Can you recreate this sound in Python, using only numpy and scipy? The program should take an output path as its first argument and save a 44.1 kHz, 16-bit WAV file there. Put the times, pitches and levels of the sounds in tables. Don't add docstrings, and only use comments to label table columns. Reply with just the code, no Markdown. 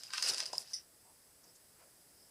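import sys
import numpy as np
from scipy import signal
from scipy.fft import rfft, irfft
from scipy.io import wavfile

SR = 44100
rng = np.random.default_rng(int(sys.argv[2]) if len(sys.argv) > 2 else 0)


def master_out(mix):
    frames = np.transpose(np.atleast_2d(mix))
    ceiling = np.clip(frames, -1, 1)
    pcm = np.round(ceiling * 32767).astype(np.int16)
    wavfile.write(sys.argv[1], SR, pcm)


N = 101429

# time_s, level_db
CRACKLE_ENVELOPE = [(0, -53), (.03, -60.5), (.045, -53.5), (.12, -60), (.14, -46), (.168, -47.5),
                    (.19, -42.5), (.218, -48.5), (.24, -38.5), (.272, -38), (.294, -30.5), (.315, -40),
                    (.365, -48), (.392, -43.5), (.452, -58), (.47, -48.5), (.515, -63), (.55, -50),
                    (.62, -51), (.65, -61.5), (.72, -56), (.80, -102)]
WOOD_ENVELOPE = [(0, -65), (.095, -61), (.128, -54), (.138, -46), (.185, -46.5), (.215, -54), (.24, -42.5),
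                 (.293, -40), (.325, -47), (.41, -50.5), (.46, -58), (.62, -63.5), (.82, -69)]
HOLLOW_ENVELOPE = [(0, -75), (.12, -78), (.3, -52), (.35, -62), (.5, -64.5), (.595, -61), (.65, -71),
                   (.8, -89)]
# freq_hz, relative_db
CRACKLE_SPECTRUM = [(100, -68), (1500, -23.5), (3200, -19), (4300, -11.5), (5000, -5), (6000, -6.5),
                    (6900, -12), (8200, -10.5), (10600, -13.5), (12000, -21.5), (15500, -33)]
WOOD_SPECTRUM = [(100, -51.5), (750, -8), (1000, -4.5), (1600, 3), (2250, -1.5), (2650, 5.5), (3300, 0),
                 (4500, 0.5), (8000, -14), (15000, -81)]
HOLLOW_SPECTRUM = [(30, -36), (90, -9), (150, -3), (230, -7), (350, 0), (580, 6), (900, -1), (1500, -15),
                   (5000, -51)]
# delay_s, gain_db
BOARD_ECHOES = [(.0027, -20), (.0077, -12)]
# freq_hz, lift_db
BODY_MODES = [(1010, 7.5), (1560, 2.5), (3785, 8), (5000, 5.5), (5750, 1)]
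# start_s, energy_db, pitch_hz
CRACKS = [(0.035, -20.5, 5100), (0.1778, -18.5, 5400), (0.2242, -17, 8100), (0.2289, -19, 5030),
          (0.2606, -21, 5360), (0.287, -11.5, 8040), (0.376, -21.5, 5500), (0.4572, -19, 5040),
          (0.5337, -23, 7000), (0.5536, -26, 5370)]
# start_s, energy_db, decay_s, wood_relative_db
CATCHES = [(0.1038, -28, 0.0033, 1.5), (.127, -31, 0.0007, -2), (0.1348, -13.5, 0.0019, -0.5),
           (.147, -26, 0.00056, -3), (0.18, -16, 0.0013, 4), (0.2253, -7, 0.00089, -7.5),
           (.335, -15.5, 0.00094, -18), (0.3443, -14, 0.0023, -17), (0.381, -12, 0.0021, -15),
           (0.4029, -10, 0.0011, -10), (0.427, -24, 0.0006, -6.5), (0.434, -19.5, 0.00061, -13),
           (0.4605, -15, 0.0031, -16), (0.5297, -16, 0.0053, -28)]
# peak_s, level_db, sigma_s, centre_hz, sigma_octaves
SCUFFS = [(.229, -56, .004, 13000, .2), (.289, -43, .011, 7600, .3), (.603, -54, .016, 8500, .35),
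          (.6, -71, .018, 140, .4), (1.085, -70, .033, 830, .35), (1.085, -70, .045, 8100, .1),
          (1.446, -62, .006, 5600, .25), (1.485, -67, .022, 5150, .11), (1.475, -70, .035, 400, 1.3),
          (1.559, -62.7, .009, 6700, .45), (1.815, -67, .024, 1000, 1), (1.85, -70.5, .03, 560, .3),
          (2.22, -68.5, .055, 5150, .1)]
# start_s, energy_db
BOUNCES = [(.7342, -17), (.7375, -16), (.7392, -19), (.7417, -20), (.7428, -19), (.7476, -18), (.7495, -21)]
# freq_hz, relative_db
HISS_SPECTRUM = [(20, -14.5), (50, 0.5), (130, 1.5), (250, -0.5), (550, -0.5), (1100, -6.5), (1900, -6.5),
                 (2400, -10.5), (4200, -11.5), (7300, -7.5), (8000, 0), (9000, -4.5), (10800, -1.5),
                 (11500, -6.5), (15500, -9)]
CRACK_SPECTRUM = [(200, -45), (1600, -5), (8500, 0), (15500, -30)]
KNOCK_SPECTRUM = [(230, -29), (330, -13), (550, -4), (800, 0.5), (1000, 3.5), (1200, -18), (1600, -18),
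                  (2400, -33), (8000, -56)]
SNAP_SPECTRUM = [(100, -22.5), (700, -20.5), (4200, -31.5), (4900, -0.5), (5300, 1.5), (6100, -27),
                 (7500, -4), (8100, -24), (8700, -10.5), (10700, -15.5), (15000, -33)]
RATTLE_SPECTRUM = [(1600, -40), (2000, -6.5), (2400, -32), (3700, -12), (4300, -22), (4600, -1.5),
                   (5100, 2), (5900, 8), (6400, -15), (6900, -15), (7800, -16), (9200, -5), (11000, -15.5),
                   (15000, -45)]

PORT_HZ, PORT_WIDTH_HZ, PORT_LIFT_DB = 4980, 545, 9
CONTACT_RISE_S = 0.00035


def undb(db):
    return 10 ** (np.asarray(db) / 20)


def unit(x):
    return x / np.linalg.norm(x)


def add(out, start_s, x):
    i = max(int(start_s * SR), 0)
    out[i:i + len(x)] += x[:N - i]


def envelope(points):
    return undb(np.interp(np.arange(N) / SR, *np.array(points).T, right=-np.inf))


def colour(x, spectrum, size=4096):
    hz = np.maximum(np.arange(size // 2 + 1) * SR / size, 1)
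    points_hz, points_db = np.array(spectrum).T
    gain = undb(np.interp(np.log(hz), np.log(points_hz), points_db))
    detuning = (hz / PORT_HZ - PORT_HZ / hz) * PORT_HZ / PORT_WIDTH_HZ
    port = 1 + (undb(PORT_LIFT_DB) - 1) / (1 + 1j * detuning)
    cepstrum = irfft(np.log(gain * np.abs(port)))
    cepstrum[1:size // 2] *= 2
    cepstrum[size // 2 + 1:] = 0
    response = irfft(np.exp(rfft(cepstrum)))
    return signal.fftconvolve(x, unit(response))[:len(x)]


def grains(clicks_per_s=1000, spread_db=4.5, chips=2400, chip_decay_s=0.0023, smooth_share=0.33):
    clicks = (rng.random(N) < clicks_per_s / SR) * rng.choice([-1, 1], N)
    clicks = clicks * undb(spread_db * np.minimum(rng.exponential(size=N), 2))
    onset, nyquist_share, strength = rng.random((chips, 3)).T[:, :, None]
    k, rings = np.arange(512), np.zeros(N)
    pings = strength * np.sin(np.pi * nyquist_share * k) * np.exp(-k / SR / chip_decay_s)
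    np.add.at(rings, (onset * (N - len(k))).astype(int) + k, pings)
    rough = clicks / clicks.std() + rings / rings.std()
    return np.sqrt((1 - smooth_share) / 2) * rough + np.sqrt(smooth_share) * rng.standard_normal(N)


def rustle():
    crackle = envelope(CRACKLE_ENVELOPE) * colour(grains(), CRACKLE_SPECTRUM)
    wood = envelope(WOOD_ENVELOPE) * colour(grains(), WOOD_SPECTRUM)
    hollow = envelope(HOLLOW_ENVELOPE) * colour(grains(), HOLLOW_SPECTRUM)
    return crackle + wood + hollow


def boards(x):
    out = x.copy()
    for delay_s, gain_db in BOARD_ECHOES:
        add(out, delay_s, undb(gain_db) * x)
    return out / np.sqrt(1 + sum(undb(gain_db) ** 2 for _, gain_db in BOARD_ECHOES))


def body(x, t60_s=0.098):
    radius = np.exp(-np.log(1000) / (t60_s * SR))
    out = x.copy()
    for freq_hz, lift_db in BODY_MODES:
        pole = radius * np.exp(2j * np.pi * freq_hz / SR)
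        mode = 2 * (1 - radius) * signal.lfilter([1], [1, -pole], x).real
        out += (undb(lift_db) - 1) * mode
    return out


def background(hiss_db=-65, rise_db_per_s=0.8, whine_hz=12897, whine_db=-86):
    t = np.arange(N) / SR
    hiss = colour(rng.standard_normal(N), HISS_SPECTRUM)
    whine = np.sqrt(2) * np.sin(2 * np.pi * whine_hz * t)
    return undb(hiss_db + rise_db_per_s * t) * hiss + undb(whine_db) * whine


def contact(decay_s, size=1024):
    t = np.arange(size) / SR
    fade = np.exp(-t / decay_s) * (1 - np.exp(-t / CONTACT_RISE_S))
    fade /= fade.max()
    burst = rng.standard_normal(size) * fade
    for _ in range(2):
        whitened = irfft(np.exp(1j * np.angle(rfft(burst))))
        burst = whitened * np.minimum(2 * fade, 1)
    return unit(burst)


def cracks(burst_decay_s=0.00067, ring_decay_s=0.0021, size=1024):
    out, t = np.zeros(N), np.arange(size) / SR
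    for start_s, energy_db, pitch_hz in CRACKS:
        ring = np.cos(2 * np.pi * pitch_hz * t) * np.exp(-t / ring_decay_s)
        burst = colour(contact(burst_decay_s, size), CRACK_SPECTRUM)
        add(out, start_s, undb(energy_db) * unit(unit(burst) + unit(ring)))
    return out


def crunch(decay_s, modes=14, ring_db=-4, ring_decay_s=0.0027, size=1024):
    t = np.arange(size) / SR
    modes_hz = np.geomspace(900, 10000, modes)[:, None] * 2 ** rng.uniform(-0.13, 0.09, (modes, 1))
    ring = np.sin(2 * np.pi * (modes_hz * t + rng.random((modes, 1)))).sum(0)
    fade = np.exp(-t / ring_decay_s) * (1 - np.exp(-t / CONTACT_RISE_S))
    return contact(decay_s, size) + undb(ring_db) * unit(ring * fade)


def catches(cutoff_hz=10030):
    out = np.zeros(N)
    for start_s, energy_db, decay_s, wood_relative_db in CATCHES:
        bright = unit(colour(crunch(decay_s), CRACKLE_SPECTRUM))
        woody = unit(colour(crunch(decay_s), WOOD_SPECTRUM))
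        add(out, start_s, undb(energy_db) * (bright + undb(wood_relative_db) * woody))
    return signal.sosfilt(signal.butter(4, cutoff_hz, fs=SR, output="sos"), out)


def room(x, wet_db, t60_s=0.17, delay_s=0.0025):
    t = np.arange(SR // 2) / SR
    tail = rng.standard_normal(len(t)) * np.exp(-np.log(1000) * t / t60_s) * (t > delay_s)
    return x + undb(wet_db) * signal.fftconvolve(x, unit(tail))[:N]


def scuffs():
    out, t = np.zeros(N), np.arange(N) / SR
    hz = np.maximum(np.fft.rfftfreq(N, 1 / SR), 1)
    for peak_s, level_db, sigma_s, centre_hz, sigma_octaves in SCUFFS:
        band = np.exp(-.5 * (np.log2(hz / centre_hz) / sigma_octaves) ** 2)
        noise = irfft(rfft(rng.standard_normal(N)) * band, N)
        swell = np.exp(-.5 * ((t - peak_s) / sigma_s) ** 2)
        out += undb(level_db) * swell * noise / noise.std()
    return out


def knock(start_s=0.5315, energy_db=-16.5, decay_s=0.0027):
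    out = np.zeros(N)
    add(out, start_s, undb(energy_db) * unit(colour(contact(decay_s), KNOCK_SPECTRUM)))
    return out


def tap(start_s, energy_db, spectrum, pitch_ratio=1):
    impulse = np.zeros(N)
    add(impulse, start_s, undb([energy_db]))
    return colour(impulse, [(hz * pitch_ratio, db) for hz, db in spectrum])


def snap():
    return tap(start_s=0.5811, energy_db=-5.5, spectrum=SNAP_SPECTRUM)


def rattle(detune=0.03, ring_db=-32.5, t60_s=0.16, rise_s=0.012):
    bounces = sum(tap(start_s, energy_db, RATTLE_SPECTRUM, 1 + detune * rng.uniform(-0.92, 1))
                  for start_s, energy_db in BOUNCES)
    age_s = np.maximum(np.arange(N) / SR - BOUNCES[0][0], 0)
    fade = np.exp(-np.log(1000) * age_s / t60_s) * (1 - np.exp(-age_s / rise_s))
    return bounces + undb(ring_db) * fade * colour(rng.standard_normal(N), RATTLE_SPECTRUM)


def scene():
    rubbing = body(boards(rustle()) + room(catches(), wet_db=-4) + cracks())
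    impacts = room(knock(), wet_db=-7.5) + snap() + rattle()
    return (rubbing + impacts + scuffs() + background())[None]


def record(dry, cutoff_hz=15500):
    return signal.sosfilt(signal.ellip(10, .2, 70, cutoff_hz, fs=SR, output="sos"), dry)


dry = scene()
out = record(dry)
master_out(out)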